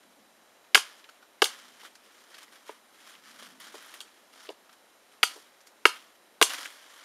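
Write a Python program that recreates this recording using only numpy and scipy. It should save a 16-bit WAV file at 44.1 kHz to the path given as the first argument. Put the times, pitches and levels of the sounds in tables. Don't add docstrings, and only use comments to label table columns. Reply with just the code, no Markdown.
import sys
import numpy as np
from scipy import signal
from scipy.io import wavfile

SR = 44100
rng = np.random.default_rng(int(sys.argv[2]) if len(sys.argv) > 2 else 0)


def store_pcm(level_fs):
    pcm = np.round(np.clip(level_fs, -1, 1) * 32767).astype(np.int16)
    wavfile.write(sys.argv[1], SR, np.atleast_2d(pcm).T)


def invert_db(level):
    return 10 ** (np.asarray(level, dtype=float) / 20)


N = 310735
EDGES_HZ = 32 * 2 ** (np.arange(19) / 2)
CRUSH_CYCLES = 5.66


def rms_one(x):
    return x / np.sqrt(np.mean(x ** 2) + 1e-20)


def at_hz(points, hz):
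    table_hz, value = np.transpose(points)
    return np.interp(np.log(hz), np.log(table_hz), value)


def drift(rate_hz):
    step = 40
    r = np.exp(-2 * np.pi * rate_hz * step / SR)
    white = rng.standard_normal(N // step + 2002)
    slow = signal.lfilter([1], [1, -2 * r, r * r], white)[2000:]
    return np.interp(np.arange(N) / step, np.arange(len(slow)), rms_one(slow))


def band(x, low_hz, high_hz):
    return signal.sosfilt(signal.butter(2, [low_hz, high_hz], "band", fs=SR, output="sos"), x)


def high_pass(x, order, hz):
    return signal.sosfilt(signal.butter(order, hz, "high", fs=SR, output="sos"), x)


def ring(x, hz, t60):
    r, w = invert_db(-60 / (t60 * SR)), 2 * np.pi * hz / SR
    return signal.lfilter([0, np.sin(w)], [1, -2 * r * np.cos(w), r * r], x + 1e-18)


def bands():
    return zip(EDGES_HZ, np.sqrt(EDGES_HZ[:-1] * EDGES_HZ[1:]), EDGES_HZ[1:])


def swell(s, db, rise_s, hold_s, fall_s):
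    t = np.arange(N) / SR - s
    rising = t / max(rise_s, 1e-3)
    falling = (max(hold_s, 0) - t) / max(fall_s, 1e-3)
    slope = np.minimum(0, np.minimum(rising, falling))
    return invert_db(2 * (db + 20 * slope))


def dull_and_bright(power, treble_db):
    return np.array([power, power * invert_db(2 * treble_db)])


# f/Hz, rms level/dB
WHINES = [(3933.6, -79), (11800.7, -79)]


def whines():
    t = np.arange(N) / SR
    return sum(invert_db(db) * np.sqrt(2) * np.sin(2 * np.pi * hz * t) for hz, db in WHINES)


# t/s, rms level/dB
RUMBLE = [(0.0, -69), (0.21, -64), (0.45, -75), (1.3, -78.5), (1.59, -66.5), (2.1, -74.5), (3.0, -74.5),
          (3.49, -57), (3.92, -73.5), (5.7, -78), (6.4, -71), (6.8, -82), (7.04, -89)]


def rumble():
    noise = rng.standard_normal(N)
    low = rms_one(band(band(noise, 130, 280), 130, 280))
    s, level_db = np.transpose(RUMBLE)
    return invert_db(np.interp(np.arange(N) / SR, s, level_db)) * low


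# f/Hz, density level/dB per Hz
AIR = [(18, -51), (30, -18), (129, -19.5), (241, -1.5), (417, -2.5), (541, 0.5), (1180, -3.5),
       (3530, -12.5), (3820, -7), (4130, -12), (6430, -15), (7720, -13), (11400, -17), (15200, -27)]


def air():
    level_db, patchy_db = -62, 0.5
    white = rng.standard_normal((2, N))
    hiss = 0
    for k, (low, hz, high) in enumerate(bands()):
        gain_db = at_hz(AIR, hz) + patchy_db * drift(1.3)
        hiss = hiss + invert_db(gain_db) * band(white[k % 2], low, high)
    return invert_db(level_db) * rms_one(hiss)


# t/s, dull-part level/dB, 20 dB rise time/s, hold/s, 20 dB fall time/s
STIRS = [(1.854, -51.5, 0.17, 0.0093, 0.05), (2.053, -62.5, 0.1, 0.009, 0.3), (2.17, -60, 0.1, .01, 0.5),
         (2.3, -59.5, -0.1, 0.035, 0.23), (2.34, -54.5, -0.07, 0.0033, 0.13),
         (2.416, -54, .06, 0.015, -0.07), (2.525, -55, 0.02, 0.016, 0.12),
         (2.683, -53.5, 0.06, 0.0071, 0.12), (3.0, -58.5, 0.18, 0.044, 0.1),
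         (3.069, -55, 0.03, 0.047, 0.18), (3.237, -57.5, -0.1, 0.036, 0.3), (3.296, -56, 0.08, 0.02, 0.36),
         (3.387, -55, 0, 0.014, -0.16), (3.417, -51, .06, 0.035, 0.15), (3.601, -53, -0.1, 0.064, .3),
         (3.74, -55, 0.1, 0.24, 0.1), (3.939, -48, -0.2, 0.005, 0.03), (4.04, -63, 0.3, 0.023, .5),
         (4.33, -60.5, -0.4, 0.055, 0.1), (4.406, -56.5, 0.12, 0.061, 0), (4.505, -57, 0.08, .015, 0.02),
         (5.118, -61, -0.5, 0.0082, 0.05), (6.5, -37.5, 0.03, 0.039, 0.07), (6.584, -43, 0.03, 0.077, 0.03),
         (6.674, -52, -0.13, 0.026, 0.4), (6.94, -55.5, .3, 0.036, 2.5), (7.04, -49, -0.03, 0.043, .1)]


def stirs():
    return sum(dull_and_bright(swell(*row), -3) for row in STIRS)


# t/s, dull-part level/dB, relative treble level/dB
FLICKS = [(.03, -58, -5), (.644, -67, -15), (1.096, -55, -3), (1.228, -60, -4), (1.955, -58, 3),
          (2.385, -52.5, 0), (2.431, -49, -1.5), (2.48, -65, -11), (4.01, -48, -5), (4.64, -61.5, -5),
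          (4.696, -61, -2), (4.73, -58.5, 1), (5.46, -55, -6), (5.542, -63, -9), (5.61, -70, 11),
          (5.672, -63.5, 9), (6.154, -62, -3.5), (6.66, -42, -6)]


def flicks():
    rise_s, fall_s = 0.0071, 0.026
    return sum(dull_and_bright(swell(s, db, rise_s, 0, fall_s), treble_db) for s, db, treble_db in FLICKS)


# t/s, dull-part level/dB, relative treble level/dB, hold/s, 20 dB fall time/s
CHIPS = [(0.796, -52.5, -5, 0.05, 0.35), (1.455, -49.5, -3.5, 0.064, 0.36), (5.276, -52, -0.5, 0.064, 0.16),
         (5.895, -52.5, -4.5, 0.084, 0.18), (6.444, -44, -0.5, 0.041, .1)]


def chips():
    glare_db, glare_fall_s = 8.5, 0.025
    power = 0
    for s, db, treble_db, hold_s, fall_s in CHIPS:
        power = power + dull_and_bright(swell(s, db, .01, hold_s, fall_s), treble_db)
        power[1] += swell(s, db + glare_db, .01, 0, glare_fall_s)
    return power


# f/Hz, density level/dB per Hz
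LEAVES = [(180, -36), (300, -9.5), (445, -24), (516, -7.5), (628, -8), (804, -13), (1360, -1.5),
          (2340, -3.5), (3040, 0), (3760, -12.5), (4510, -4), (7750, -11.5), (10200, -12), (15200, -26)]
# f/Hz, width/Hz, level over the dull part/dB
MIC_PEAKS = [(1467, 540, -8.5), (3000, 600, -6.5)]


def rustle():
    cracks_per_s, clump_db = 2500.0, 2.0
    size_db, patchy_db, shared = 2.0, 1.0, 0.1
    at_rest = dull_and_bright(np.full(N, invert_db(2 * -70)), -6)
    dull_gain, bright_gain = np.sqrt(stirs() + flicks() + chips() + at_rest)

    born = rng.random((3, N)) < cracks_per_s * invert_db(clump_db * drift(60.0)) / SR
    size = invert_db(size_db * np.minimum(rng.exponential(1, (3, N)), 5))
    cracks = born * size * rng.choice([-1, 1], (3, N))
    cracks = cracks[:2] + shared * cracks[2]

    clumps_db, dull, bright = patchy_db * drift(80.0), 0, 0
    for k, (low, hz, high) in enumerate(bands()):
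        if hz <= 300:
            continue
        gain_db = at_hz(LEAVES, hz) + clumps_db + patchy_db * drift(12.0)
        part = invert_db(gain_db) * band(cracks[k % 2], low, high)
        if hz < 4500:
            dull = dull + part
        else:
            bright = bright + part
    dull = rms_one(dull)
    for hz, width, db in MIC_PEAKS:
        peak = rms_one(band(cracks[0], hz - width / 2, hz + width / 2))
        dull = dull + invert_db(db + clumps_db) * peak
    return dull_gain * rms_one(dull) + bright_gain * rms_one(bright)


# t/s, nominal peak level/dB, f/Hz, relative treble level/dB
SNAPS = [(0.641, -46, 1170, -17), (1.042, -38, 2950, -21.5), (1.09, -34.5, 1430, -27),
         (1.226, -41, 1390, -19.5), (1.814, -39, 2900, -17), (1.833, -38, 1000, -20),
         (1.849, -32, 1450, -21), (1.954, -43, 5550, -10), (2.344, -38.5, 4170, -21),
         (2.381, -37.5, 2540, -14), (2.422, -43, 1600, -14), (2.48, -41, 2000, -13),
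         (3.152, -39, 2800, -16), (3.425, -31, 1360, -19), (3.6, -38, 3100, 3), (3.668, -34, 1380, -14),
         (3.826, -38, 1540, -3), (3.861, -39, 1290, 0), (3.903, -39, 1800, -7), (3.94, -35, 3090, 0),
         (4.406, -39, 3150, -13), (4.452, -38, 1930, -18), (4.469, -42, 3170, -29),
         (4.693, -42.5, 1510, -13), (4.726, -50.5, 1670, -8), (5.606, -47, 5740, -12.5),
         (5.671, -40.5, 6070, -6), (5.682, -56, 5500, -7.5), (6.504, -25, 2900, -18),
         (6.544, -26, 3000, -14.5), (6.584, -32, 3200, -16), (6.935, -47, 1740, -10),
         (6.969, -47.5, 1450, -21), (7.029, -39, 1640, -19)]


def snaps():
    ring_cycles, burst_ms = 9.8, 5.0
    first, click_share = 3.1, 0.94
    t = np.arange(2048) / SR
    cracks = rng.standard_normal((len(SNAPS), len(t))) ** 3 / 4
    out = np.zeros(N + len(t))
    for (s, peak_db, hz, treble_db), crack in zip(SNAPS, cracks):
        burst = crack * np.exp(-t * 1000 / burst_ms)
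        burst[0] += first
        parts = ring(burst, hz, ring_cycles / hz), band(burst, 1100, 4100), band(burst, 4500, 15000)
        body, click, bright = (part / np.abs(part).max() for part in parts)
        sound = (body + click_share * click) / (1 + click_share) + invert_db(treble_db) * bright
        start = round(s * SR)
        out[start:start + len(t)] += invert_db(peak_db) * sound
    return out[:N]


# f/Hz, t60/s
SCATTER_T60 = [(300, 0.12), (1000, 0.27), (3000, 0.26), (8000, 0.16), (15000, 0.22)]
# f/Hz, level/dB
SCATTER = [(300, -23.5), (1000, -13.5), (1600, -22), (3100, -14), (5000, -5), (9000, -0.5), (15000, -15.5)]


def scatter(x):
    onset_ms = 1.2
    t = np.arange(SR // 2) / SR
    onset = 1 - np.exp(-t * 1000 / onset_ms)
    white = rng.standard_normal((2, len(t)))
    tail = 0
    for k, (low, hz, high) in enumerate(bands()):
        dying = white[k % 2] * invert_db(-60 * t / at_hz(SCATTER_T60, hz)) * onset
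        dying = dying / np.sqrt(np.sum(dying ** 2))
        tail = tail + invert_db(at_hz(SCATTER, hz)) * band(dying, low, high)
    return signal.fftconvolve(x, tail)[:N]


# t/s, drive level/dB, relative thud level/dB, favoured f/Hz, relative crack level/dB
KNOCKS = [(2.691, -25, -5.5, 900, -28), (3.7405, -35, -3, 1000, -13.5), (3.751, -42, 3.5, 800, -19),
          (4.488, -33.5, 3.5, 830, -20.5), (4.501, -35, 1.5, 800, -22), (5.36, -40, -2.5, 800, -13.5),
          (5.374, -43, -3, 800, -10)]


def knocks():
    octaves, crush_ms = 0.44, 4.3
    return [(s, db, thud_db, hz, octaves, crack_db, crush_ms, False)
            for s, db, thud_db, hz, crack_db in KNOCKS]


# t/s, drive level/dB, favoured f/Hz, relative crack level/dB
TICKS = [(1.4417, -14, 3900, 2.5), (1.454, -22, 2110, -2), (4.0042, -29.5, 3900, -3),
         (4.0118, -38.5, 3600, 4), (2.696, -38.5, 1900, -23), (4.4898, -31, 3070, -26),
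         (6.6561, -26.5, 2300, -15)]


def ticks():
    thud_db, octaves = -29, .5
    return [(s, db, thud_db, hz, octaves, crack_db, CRUSH_CYCLES * 1000 / hz, False)
            for s, db, hz, crack_db in TICKS]


# t/s, drive level/dB, relative thud level/dB,
# favoured f/Hz, favoured width/octaves, relative crack level/dB
BITES = [(0.7463, 0.5, -33, 2820, 0.8, -11.5), (0.7474, -2, -45, 1640, 0.32, -14),
         (0.752, 2.5, -25.5, 1870, 0.8, -15), (0.766, -17, -6, 2700, 0.48, -7),
         (0.7744, -13.5, -32.5, 1440, 1.3, -12), (1.419, -4.5, -9.5, 3280, 0.81, -14),
         (1.4209, -3, -5, 1320, 1, -17), (5.2297, -0.5, -38, 2900, 0.71, -18),
         (5.232, -3, -28, 1470, 0.62, -16.5), (5.234, -1, -29.5, 2070, 0.29, -15),
         (5.8536, 3.5, -9.5, 1660, 1.06, -22.5), (5.864, -14, -27, 1450, 0.82, -10.5),
         (6.4134, -3, -3, 1040, 1.8, -15), (6.4248, 0, -29, 2910, 0.76, -6.5),
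         (6.427, -4.5, -26, 1070, 0.21, -15)]


def bites():
    return [(*row, CRUSH_CYCLES * 1000 / row[3], True) for row in BITES]


# f/Hz, relative level/dB, t60/s
LOG = [(303, -11.5, .05), (430.3, -2, 0.051), (534, -7, 0.044), (630, -3, 0.02), (900, -7.5, 0.023),
       (1000, -9, .04), (1253, -8, .035), (1450, -8, 0.036), (1640, -7, 0.03), (1975, -9, 0.018),
       (2289, -6.5, 0.022), (2682, -6.5, 0.019), (2910, -6, 0.031), (3200, -5.5, 0.024), (3600, -4, 0.0094),
       (4014, -9.5, 0.021), (4530, -4, 0.011), (5850, -11, 0.014)]


def log_contacts():
    spread_db, click_share, rise_ms = 0.5, 0.94, .5
    tear_factor, crack_db = 1.5, 2.5
    thud_top_hz, blade_damping = 700, 0.48
    size = 2048
    t_ms = np.arange(size) / SR * 1000
    rise = 1 - np.exp(-t_ms / rise_ms)
    hz, level_db, t60 = np.transpose(LOG)
    probes = np.exp(-2j * np.pi * np.outer(hz, np.arange(size) / SR))
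    force = np.zeros((2, len(LOG), N + size))
    tearing = np.zeros(N + size)

    touches = bites() + knocks() + ticks()
    for s, peak_db, thud_db, focus_hz, octaves, tear_db, crush_ms, bitten in touches:
        fibres, torn = rng.standard_normal((2, size))
        at = slice(round(s * SR), round(s * SR) + size)
        crush = fibres * rise * np.exp(-(t_ms / crush_ms) ** 2)
        crush /= np.sqrt(np.sum(crush ** 2))
        crush[round(rise_ms * SR / 1000)] += click_share
        even = 1 / np.clip(np.abs(probes @ crush), .5, 2)
        bell_db = -6 * (np.log2(hz / focus_hz) / octaves) ** 2
        colour_db = np.where(hz < thud_top_hz, thud_db, np.maximum(bell_db, -24))
        chance_db = spread_db * rng.standard_normal(len(LOG))
        drive = even * invert_db(peak_db + colour_db + level_db + chance_db)
        force[int(bitten), :, at] += drive[:, None] * crush
        decay = np.exp(-t_ms / (tear_factor * crush_ms))
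        tearing[at] += invert_db(peak_db + tear_db + crack_db) * torn * rise * decay

    body = 0
    for part, share in zip(force, (1, blade_damping)):
        for k in range(len(LOG)):
            body = body + ring(part[k, :N], hz[k], share * t60[k]) * (-1) ** k
    body = high_pass(body, 2, 320)
    crack = high_pass(tearing[:N] + 1e-18, 2, 3900)
    return body + signal.lfilter(*signal.butter(2, 9800, fs=SR), crack)


def scene():
    struck = log_contacts() + snaps()
    return (struck + scatter(struck) + rustle() + air() + rumble())[None]


def band_limit(x):
    return signal.sosfilt(signal.butter(12, 16530, fs=SR, output="sos"), x)


def record(dry):
    x = 1.306 * np.tanh(dry / 1.272)
    x = high_pass(x, 4, 230)
    x = x + invert_db(-91.5) * rms_one(band(rng.standard_normal(N), 46, 160))
    notch_hz, notch_width_hz = 7867, 260
    x = signal.lfilter(*signal.iirnotch(notch_hz, notch_hz / notch_width_hz, SR), x)
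    x = x + whines()
    x = signal.sosfilt(signal.cheby2(16, 60, 16100, fs=SR, output="sos"), x)
    return band_limit(x)


dry = scene()
out = record(dry)
store_pcm(out)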